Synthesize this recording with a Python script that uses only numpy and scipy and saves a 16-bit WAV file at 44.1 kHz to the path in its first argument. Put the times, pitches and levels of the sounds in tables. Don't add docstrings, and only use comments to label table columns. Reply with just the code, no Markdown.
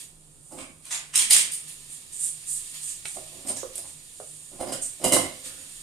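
import sys
import numpy as np
from scipy import signal
from scipy.fft import rfft, irfft
from scipy.io import wavfile

SR = 44100
rng = np.random.default_rng(int(sys.argv[2]) if len(sys.argv) > 2 else 0)


def dump_mix(stems):
    frames = np.atleast_2d(stems).T
    limited = np.clip(frames, -1, 1)
    pcm = np.round(limited * 32767).astype(np.int16)
    wavfile.write(sys.argv[1], SR, pcm)


N = 256662
TAPS = 8192
HZ = np.maximum(np.fft.rfftfreq(TAPS, 1 / SR), 1)
TIME = np.arange(N) / SR
RUN_UP_S = .02
RUN_UP_PER_S = 12000

# t/s, snap level/dB, first fold level/dB, fold spacing/s, tilt/(dB per octave),
# low edge f/Hz, low panel note f/Hz, high panel note f/Hz
BUCKLES = [(.589, -11.5, -13, 0.015, -5, 500, 2370, 8500), (0.852, -21, -12.5, 0.015, -2, 500, 1000, 9250),
           (.911, 0, 2.5, 0.017, -0.9, 296, 790, 7140), (1.139, -3.5, -4.5, 0.0061, -3.5, 1200, 2500, 7350),
           (1.157, 12.5, 8.5, .019, 1.5, 1500, 2200, 9300), (1.194, 9.5, 5.5, .025, 0, 1400, 4250, 9200),
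           (1.309, 17.5, 16.5, .014, 2.5, 220, 4800, 10040), (1.341, 12, 12, .025, 2.5, 220, 3300, 7400),
           (1.407, 0, -13, 0.012, 1.5, 1500, 2400, 9000), (1.521, 1.5, 2, 0.014, 8, 500, 3000, 8900)]
# f/Hz, level/dB
CAN_COLOUR = [(300, -25), (600, -22), (850, -16.5), (1300, -18), (2200, -12.5), (3500, -10.5),
              (4300, -13.5), (6500, -10), (8200, -6), (9100, -2), (10000, -10.5), (11000, -17),
              (14000, -23.5)]
# f/Hz, width/Hz, level/dB
HOLLOW_MODES = [(133, 14, -4), (172.4, 13, 7.5), (216.6, 1.9, 14.5), (309, 33, 2), (470, 113, 2)]
HOLLOW_DB = -35
FOLD_LOSS_DB, FOLD_TILT_DB = 11, 0.8
FOLD_NOTE_RATIO = 0.99
SNAP_S, FOLD_SPREAD = 0.0026, 0.46
SNAP_HALF_DB = 3
PANEL_WIDTH_HZ, PANEL_DB = 150, -10

# t/s, level/dB, note f/Hz
CRACKS = [(.854, -16, 9500), (0.925, -6, 7500), (1.158, 6, 9000), (1.177, 7, 9200), (1.186, 4, 8000),
          (1.194, 4, 9000), (1.222, -7, 9000), (1.248, -5, 9100), (1.3, -10, 2600), (1.309, 0, 3350),
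          (1.333, 8.5, 7800), (1.34, -5, 8400), (1.366, 11, 9200), (1.384, 1, 8800), (1.41, 0, 7540),
          (3.083, -10, 8800), (3.097, -15, 9000), (3.488, -15, 4300), (3.497, -6, 8800), (3.518, -10, 8600),
          (3.757, -15, 9150), (3.779, -5.5, 9000)]
CRACK_S, CRACK_WIDTH_HZ = 0.0014, 2000

# t/s, thud level/dB, scuff level/dB, length/s, thud note f/Hz, scuff note f/Hz,
# scuff tilt/(dB per octave)
GRIP_SLIPS = [(0.52, -15, -17, 0.0096, 865, 4880, 1), (.535, -12, -24, 0.029, 345, 8850, -6),
              (.585, -13, -21, 0.031, 215, 8800, -3), (3.171, -9, -22, 0.0098, 653, 8850, 0),
              (3.335, -16.5, -29, 0.069, 370, 8600, -2), (3.453, -11.5, -26, 0.015, 268, 8850, 1),
              (3.472, -20, -1.5, 0.0091, 600, 8800, -2), (3.489, -9.5, 3.5, 0.01, 660, 8700, -2),
              (3.504, -9, -12, 0.0074, 302, 8700, -3), (3.571, -16.5, -5, 0.0052, 740, 7400, -4.5),
              (3.756, -25.5, -4, 0.0031, 590, 9100, 2), (3.783, -18, -5.5, 0.0091, 615, 9200, -1),
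              (3.847, -22.5, -17, 0.01, 893, 9200, -5), (4.534, -13, -24, 0.087, 170, 8850, -6),
              (4.602, -12, -14, 0.0068, 600, 3500, -6), (4.61, 0, -6, 0.011, 670, 9350, -3.5),
              (4.632, -8.5, -18, 0.0063, 330, 3500, -6), (4.677, -2.5, -11, 0.016, 353, 4930, -7.5),
              (4.724, -5, -0.5, 0.0068, 560, 8840, -5.5), (4.736, -12.5, -5.5, 0.0091, 335, 4900, -4),
              (5.018, -8, -9.5, 0.017, 540, 8900, -6.5), (5.043, 6.5, 9.5, .0062, 494, 2930, -1),
              (5.06, 6, -3, 0.0079, 650, 4850, 0), (5.079, -4, 0.5, .005, 265, 2900, -1),
              (5.123, 5.5, 10.5, 0.0062, 506, 2814, -2.5), (5.132, 6.5, 13.5, 0.0085, 325, 8730, -1.5),
              (5.144, 3.5, 6, 0.006, 300, 2820, 3), (5.164, 4, 2.5, 0.0042, 1055, 2090, -1.5),
              (5.19, 1.5, -2, 0.012, 630, 2040, 4), (5.241, -5, -7.5, 0.012, 340, 2100, -4.5),
              (5.447, -17, -22.5, 0.1, 165, 8800, -19)]
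# f/Hz, width/Hz, level/dB
CASE_MODES = [(77, 24, -19.5), (133, 43, -5), (211, 32, -2), (267.5, 13.3, 4.5), (323, 22, 3), (385, 20, 2),
              (510.6, 26.6, 4.5), (582, 29, 2), (649, 39, 2.5), (756, 38, -1.5), (830, 60, -7),
              (945, 15, -5.5), (1028, 19, -6), (1130, 23, -5), (1310, 160, -15), (2110, 110, -20),
              (2910, 160, -21), (3960, 400, -32), (5010, 90, -15)]
CASE_GAP_HZ, CASE_GAP_WIDTH_HZ, CASE_GAP_DB = 435, 45, -14
# f/Hz, width/Hz, level/dB
SWAY_MODES = [(68, 31, 1.5), (98.4, 35, 14)]
SWAY_DB, SWAY_FOLLOWS = -24.5, 0.35
FINGERTIP_HZ = 1690
# f/Hz, level/dB
SCUFF_COLOUR = [(880, -31), (1500, -13), (2090, -12.5), (2500, -11.5), (2940, -9), (3390, -10.5),
                (4870, -1.5), (5880, -1.5), (8680, 13.5), (11000, 5), (13400, -3), (14500, -11)]
# f/Hz, width/Hz, level/dB
SCUFF_MODES = [(2100, 87, 14), (2930, 135, 7.5), (3250, 110, 4), (3870, 130, 4), (4870, 67, -3.5),
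               (5480, 56, -27)]
SCUFF_RING_DB, SCUFF_RING_FOLLOWS = -5, 1
SCUFF_NOTE_DB, SCUFF_NOTE_SHARE = -3, 0.022
DRAG_AFTER, DRAG_LONGER = 3.1, 1.96
DRAG_THUD_DB, DRAG_SCUFF_DB = -16.5, -35
HAND_PAN_DB = -2.4

# t/s, level/dB, note f/Hz, width/Hz, lingering ring level/dB
KNOCKS = [(3.632, -4.5, 527, 60.4, 4), (4.201, -11.5, 604, 113, -7), (4.631, -11, 690, 110, -12),
          (4.722, -9, 644, 100, -7), (5.079, -8, 560, 100, -12), (5.166, -1, 686, 110, -12)]
# ratio to its note, width/Hz, level/dB
KNOCK_MODES = [(.7, 22, -2), (2.05, 260, -17)]
KNOCK_RING_WIDTH_HZ = 6

# f/Hz, width/Hz, level/dB
TICK_MODES = [(750, 130, -6), (1500, 2400, -12), (2320, 420, -0.5), (3800, 650, -4), (5500, 1600, -10),
              (8700, 1200, -2.5)]
TICK_S, TICK_DB = 3.055, -6

# t/s, swell/s, hold/s, hiss level/dB, rustle level/dB, hiss pitch f/Hz
STROKES = [(-.06, 0.05, 0.026, -41.5, -46, 8900), (0.354, 0.2, 0.081, -48.5, -75, 8800),
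           (0.806, 0.065, .03, -53, -54.5, 9300), (1.659, 0.033, 0.0089, -41, -47, 9550),
           (1.866, 0.064, 0.029, -41, -55, 9100), (2.109, 0.03, .028, -38, -55, 8630),
           (2.154, .1, .011, -26.5, -48, 8930), (2.443, 0.068, 0.049, -29.5, -58, 8900),
           (2.727, 0.021, 0.027, -46, -44.5, 8800), (2.796, 0.051, 0.055, -34, -51.5, 8740),
           (2.866, 0.037, 0.021, -39.5, -49.5, 7800), (3.041, 0.022, 0.096, -38, -52.5, 8770),
           (3.556, 0.011, 0.037, -40.5, -48.5, 6850), (3.714, 0.026, 0.037, -54, -49.5, 8800),
           (3.845, 0.037, 0.023, -43.5, -57, 8650), (4.808, 0.019, 0.024, -30, -53, 8570),
           (5.425, 0.036, 0.014, -39.5, -43, 8500)]
RELEASE_DB_PER_S = 166
# t/s, hiss level/dB, rustle level/dB
RUB = [(0, -57.5, -65), (.8, -55.5, -64.5), (1.6, -45.5, -51), (2.1, -50.5, -53.5), (2.702, -41.5, -48),
       (3.0, -47.5, -51), (3.3, -46, -50), (4.02, -49.5, -54.5), (4.3, -43.5, -54.5), (4.55, -47.5, -55.5),
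       (5.3, -46.5, -49), (5.82, -44.5, -50.5)]
# f/Hz, level/dB
HISS_COLOUR = [(3000, -53), (4700, -26.5), (5800, -21.5), (7000, -8.5), (8200, -3), (8950, 2.5), (9400, -2),
               (10000, -5), (11300, -18.5), (14000, -25)]
HISS_PEAK_HZ = 8950
# f/Hz, level/dB
RUSTLE_COLOUR = [(500, -17.5), (1000, -12.5), (1500, -10.5), (2000, -5), (2900, -1.5), (4900, -2.5),
                 (7000, -1.5), (9000, -14.5), (11000, -3), (14000, -12)]

# f/Hz, level/dB
AIR_COLOUR = [(12, -70), (20, 12), (30, -4.5), (48, -17), (76, -6.5), (117, -5.5), (151, -7), (185, -11.5),
              (270, -10.5), (394, -14), (1500, -27.5), (1950, -38), (3300, -120)]
AIR_DB = -59.5
HUM_HZ, HUM_WIDTH_HZ, HUM_DB = 153.5, 5.1, -63

# f/Hz, T60/s
TILES_T60 = [(150, 0.56), (600, 0.47), (2500, 0.48), (6000, 0.33), (9000, 0.28), (14000, 0.21)]
# f/Hz, correlation
LIKENESS = [(30, 0.56), (70, -0.15), (130, 1), (600, 0.56), (1400, -0.23), (3000, -0.088), (6500, 0.31),
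            (13000, 1)]
# f/Hz, left minus right level/dB
BALANCE_DB = [(30, -3), (100, -6), (300, -6.5), (700, -3), (2500, -2.8), (8000, -3.1), (13000, -1)]
CUTOFF_HZ, CEILING = 14300, .95


def can():
    out, hollow = np.zeros((2, N)), impulse(resonances(HOLLOW_MODES))
    for s, db, length, tilt_db, edge_hz, low_hz, high_hz in folds():
        panel = 0.5 + resonances([(low_hz, PANEL_WIDTH_HZ, PANEL_DB), (high_hz, 900, -7)])
        panel /= np.sqrt(1 + (edge_hz / HZ) ** 4)
        colour = from_db(at_hz(CAN_COLOUR) + tilt_db * np.log2(HZ / 6000))
        wall = colour * panel * ripple(depth_db=3.0, step_hz=172.4)
        edge = 1 / (1 + from_db(SNAP_HALF_DB - db))
        snap = edge * (.45 + 0.79 / (1 + (length / 0.0069) ** 2))
        cracks = flurry(length, per_s=420, spread_db=3.8, lead=snap, rise_s=.004 + .004 * (1 - edge))
        ring = unit_energy(through(cracks, impulse(wall)))
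        ring += from_db(HOLLOW_DB) * unit_energy(through(cracks, hollow))
        heard = bathroom(from_db(db) * np.pad(ring, (0, SR // 4)), wet_db=5.0, build_s=0.0015)
        for track, sound in zip(out, heard):
            add(track, s - RUN_UP_S, sound)
    return out


def folds():
    for s, snap_db, fold_db, gap, tilt_db, edge_hz, low_hz, high_hz in BUCKLES:
        for k in range(3):
            db = fold_db - FOLD_LOSS_DB * (k - 1) if k else snap_db
            length = SNAP_S + FOLD_SPREAD * k * gap
            sag = FOLD_NOTE_RATIO ** k
            yield s + k * gap, db, length, tilt_db + FOLD_TILT_DB * k, edge_hz, low_hz * sag, high_hz * sag


def sharp_cracks():
    out = np.zeros(N)
    for s, db, note_hz in CRACKS:
        wall = from_db(at_hz(CAN_COLOUR)) * (0.16 + resonances([(note_hz, CRACK_WIDTH_HZ, 0)]))
        clicks = flurry(CRACK_S, per_s=5200, spread_db=2.5, lead=0.082, rise_s=.0008)
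        add(out, s - RUN_UP_S, from_db(db) * unit_energy(through(clicks, impulse(wall))))
    return bathroom(out, wet_db=-5.0, build_s=.002)


def grip():
    taps, thuds, scuffs = np.zeros((3, N))
    sway = impulse(resonances(SWAY_MODES))
    for s, thud_db, scuff_db, length, contact_hz, scuff_hz, tilt_db in slips_and_drags():
        start = s - RUN_UP_S
        modes = [(hz, width, db + 1.4 * rng.normal()) for hz, width, db in CASE_MODES]
        modes += [(contact_hz, 45, -3)]
        case = (resonances(modes) + from_db(-25.5)) * (1 + 0.97 * resonances([(contact_hz, 220, 0)]))
        case *= from_db(CASE_GAP_DB * np.exp(-((HZ - CASE_GAP_HZ) / CASE_GAP_WIDTH_HZ) ** 2))
        press = from_db(SCUFF_RING_DB + SCUFF_RING_FOLLOWS * thud_db)
        surface = from_db(at_hz(SCUFF_COLOUR) + tilt_db * np.log2(np.maximum(HZ, 1500) / 6000))
        surface *= 1 + press * resonances(SCUFF_MODES)
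        surface *= 0.5 + resonances([(scuff_hz, SCUFF_NOTE_SHARE * scuff_hz, SCUFF_NOTE_DB)])
        surface *= ripple(depth_db=3.0, step_hz=140.3)
        brief = 1 / (1 + (length / 0.0043) ** 2)
        slips = flurry(length, per_s=900, spread_db=4.0, lead=0.19 + 0.85 * brief, rise_s=0.83 * length)
        grit = flurry(length, per_s=1000, spread_db=3.5, lead=2 * brief, rise_s=.5 * length)
        cushion = 1 / np.sqrt(1 + (brief * HZ / FINGERTIP_HZ) ** 4)
        thud = from_db(thud_db) * unit_energy(through(slips, impulse(case * cushion)))
        swaying = from_db(SWAY_DB + SWAY_FOLLOWS * thud_db) * unit_energy(through(slips, sway))
        add(taps, start, brief * thud + swaying)
        add(thuds, start, (1 - brief) * thud)
        add(scuffs, start, from_db(scuff_db) * unit_energy(through(grit, impulse(surface))))
    body = bathroom(taps, wet_db=-2.0, build_s=0.0023, t60_share=0.72)
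    body += bathroom(thuds, wet_db=-5.5, build_s=0.0042, t60_share=0.88)
    scuffing = bathroom(scuffs, wet_db=3.5, build_s=0.00034)
    return panned(body, HAND_PAN_DB) + panned(scuffing, pan_db=-2.0)


def slips_and_drags():
    for s, thud_db, scuff_db, length, *colour in GRIP_SLIPS:
        yield s, thud_db, scuff_db, length, *colour
        later = s + DRAG_AFTER * length
        yield later, thud_db + DRAG_THUD_DB, scuff_db + DRAG_SCUFF_DB, DRAG_LONGER * length, *colour


def knocks():
    out = np.zeros(N)
    for s, db, note_hz, width_hz, ring_db in KNOCKS:
        modes = [(note_hz, width_hz, 0), (note_hz, KNOCK_RING_WIDTH_HZ, ring_db)]
        modes += [(ratio * note_hz, width, level_db) for ratio, width, level_db in KNOCK_MODES]
        add(out, s, from_db(db) * unit_energy(impulse(resonances(modes))))
    return panned(bathroom(out, wet_db=-3.5, build_s=0.0023, t60_share=.6), HAND_PAN_DB)


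def tick():
    out = np.zeros(N)
    clicks = flurry(length=.0045, per_s=5000, spread_db=2.0, lead=.35, rise_s=.0012)
    sound = unit_energy(through(clicks, impulse(resonances(TICK_MODES))))
    add(out, TICK_S - RUN_UP_S, from_db(TICK_DB) * sound)
    return panned(bathroom(out, wet_db=-7.0, build_s=0.0015, t60_share=.5), pan_db=-3.0)


def rubbing():
    times, *levels = np.transpose(RUB)
    slide, cloth = from_db([np.interp(TIME, times, db) for db in levels])
    steady_colour = from_db(at_hz(HISS_COLOUR)) * ripple(depth_db=3.0, step_hz=59.9)
    hiss = slide * noise(steady_colour, grain_db=-0.5)
    for start, swell, hold, hiss_db, rustle_db, hiss_hz in STROKES:
        speed = stroke(start, swell, hold)
        cloth = np.hypot(cloth, from_db(rustle_db) * speed)
        span = np.flatnonzero(TIME >= start)[:SR * 2 // 3]
        shifted = at_hz(HISS_COLOUR, HZ * HISS_PEAK_HZ / hiss_hz)
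        colour = from_db(shifted) * ripple(depth_db=2.0, step_hz=60.0)
        hiss[:, span] += from_db(hiss_db) * speed[span] * noise(colour, grain_db=0.0, size=len(span))
    cloth_colour = from_db(at_hz(RUSTLE_COLOUR)) * ripple(depth_db=3.5, step_hz=60.1)
    rustle = cloth * noise(cloth_colour, grain_db=0.5)
    return panned(hiss, pan_db=-3.5) + panned(rustle, pan_db=0.5)


def stroke(start, swell, hold):
    t = TIME - start
    gather = np.sin(np.pi / 2 * np.clip(t / swell, 0, 1)) ** 2
    return gather * from_db(-RELEASE_DB_PER_S * np.maximum(t - swell - hold, 0))


def ventilation():
    rush = from_db(AIR_DB) * noise(from_db(at_hz(AIR_COLOUR)), grain_db=-1.5)
    hum = from_db(HUM_DB) * noise(resonances([(HUM_HZ, HUM_WIDTH_HZ, 0)]), grain_db=0.5)
    return rush + hum


def bathroom(x, wet_db, build_s, t60_share=1):
    size = SR * 3 // 5
    hz, t, field = signal.stft(rng.standard_normal((2, size)), SR, nperseg=256)
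    t60 = np.maximum(t60_share * at_hz(TILES_T60, hz + 1), .05)
    decay = from_db(-60 * t / t60[:, None])
    tails = signal.istft(field * decay, SR)[1][:, :size] * (1 - np.exp(-TIME[:size] / build_s))
    response = two_ears(unit_energy(tails[0]), unit_energy(tails[1]), treble_width_db=9.5)
    response *= from_db(wet_db)
    response[:, 0] += 1
    return np.array([through(x, r) for r in response]) / np.sqrt(1 + from_db(wet_db) ** 2)


def two_ears(mid, side, treble_width_db):
    alike = np.clip(at_hz(LIKENESS), -.8, .9)
    treble = from_db(treble_width_db / (1 + (10000 / HZ) ** 12))
    width = np.sqrt((1 - alike) / (1 + alike)) * treble
    side = through(side, impulse(width))
    return np.array([mid + side, mid - side])


def flurry(length, per_s, spread_db, lead, rise_s):
    t = TIME[:SR // 3] - RUN_UP_S
    swell = np.exp(np.minimum(t, 0) / rise_s - (np.maximum(t, 0) / (2 * length)) ** 2)
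    rate = np.where(t < 0, RUN_UP_PER_S, per_s)
    sizes = from_db(spread_db * np.minimum(rng.exponential(1, len(t)), 3))
    sizes *= rng.choice([-1, 1], len(t))
    happens = rng.random(len(t)) < rate / SR
    clicks = unit_energy(sizes * happens * swell / np.sqrt(rate))
    clicks[round(RUN_UP_S * SR)] += lead
    return unit_energy(clicks)


def noise(gain, grain_db, size=N):
    t = TIME[:size]
    knots = t[::64]
    grains = from_db(grain_db * np.interp(t, knots, rng.standard_normal(len(knots))))
    colour = impulse(gain)
    white = rng.standard_normal((2, size))
    mid, side = [unit_energy(through(w * grains, colour)) * np.sqrt(size) for w in white]
    return two_ears(mid, side, treble_width_db=-6.0)


def ripple(depth_db, step_hz):
    knots = np.arange(0, SR, step_hz)
    return from_db(depth_db * np.interp(HZ, knots, rng.standard_normal(len(knots))))


def resonances(modes):
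    power = [from_db(db) ** 2 / (1 + ((HZ - hz) / width) ** 2) ** 2 for hz, width, db in modes]
    return np.sqrt(sum(power))


def impulse(gain):
    cepstrum = irfft(np.log(gain + 1e-6))
    cepstrum[1:TAPS // 2] *= 2
    cepstrum[TAPS // 2 + 1:] = 0
    return irfft(np.exp(rfft(cepstrum)))


def through(x, response):
    return signal.fftconvolve(x, response)[:len(x)]


def at_hz(points, hz=HZ):
    f, value = np.transpose(points)
    return np.interp(np.log(hz), np.log(f), value)


def from_db(db):
    return 10 ** (np.asarray(db) / 20)


def unit_energy(x):
    return x / np.sqrt(np.sum(x ** 2) + 1e-20)


def panned(x, pan_db):
    return x * from_db([[pan_db / 2], [-pan_db / 2]])


def add(track, s, sound):
    start = round(s * SR)
    track[start:start + len(sound)] += sound[:N - start]


def scene():
    squeeze = panned(can(), pan_db=-0.5) + sharp_cracks()
    phone = grip() + knocks() + tick()
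    return squeeze + phone + rubbing() + panned(ventilation(), pan_db=3.0)


def record(dry):
    balance = at_hz(BALANCE_DB) / 2
    sides = [through(x, impulse(from_db(sign * balance))) for x, sign in zip(dry, (1, -1))]
    top_cut = signal.ellip(10, .2, 90, CUTOFF_HZ, fs=SR, output="sos")
    level = signal.sosfilt(top_cut, np.array(sides)) * from_db(-0.52)
    rounded = level / (1 + (level / CEILING) ** 4) ** .25
    last_cut = signal.cheby2(14, 60, CUTOFF_HZ + 1000, fs=SR, output="sos")
    return signal.sosfilt(last_cut, rounded)


dry = scene()
out = record(dry)
dump_mix(out)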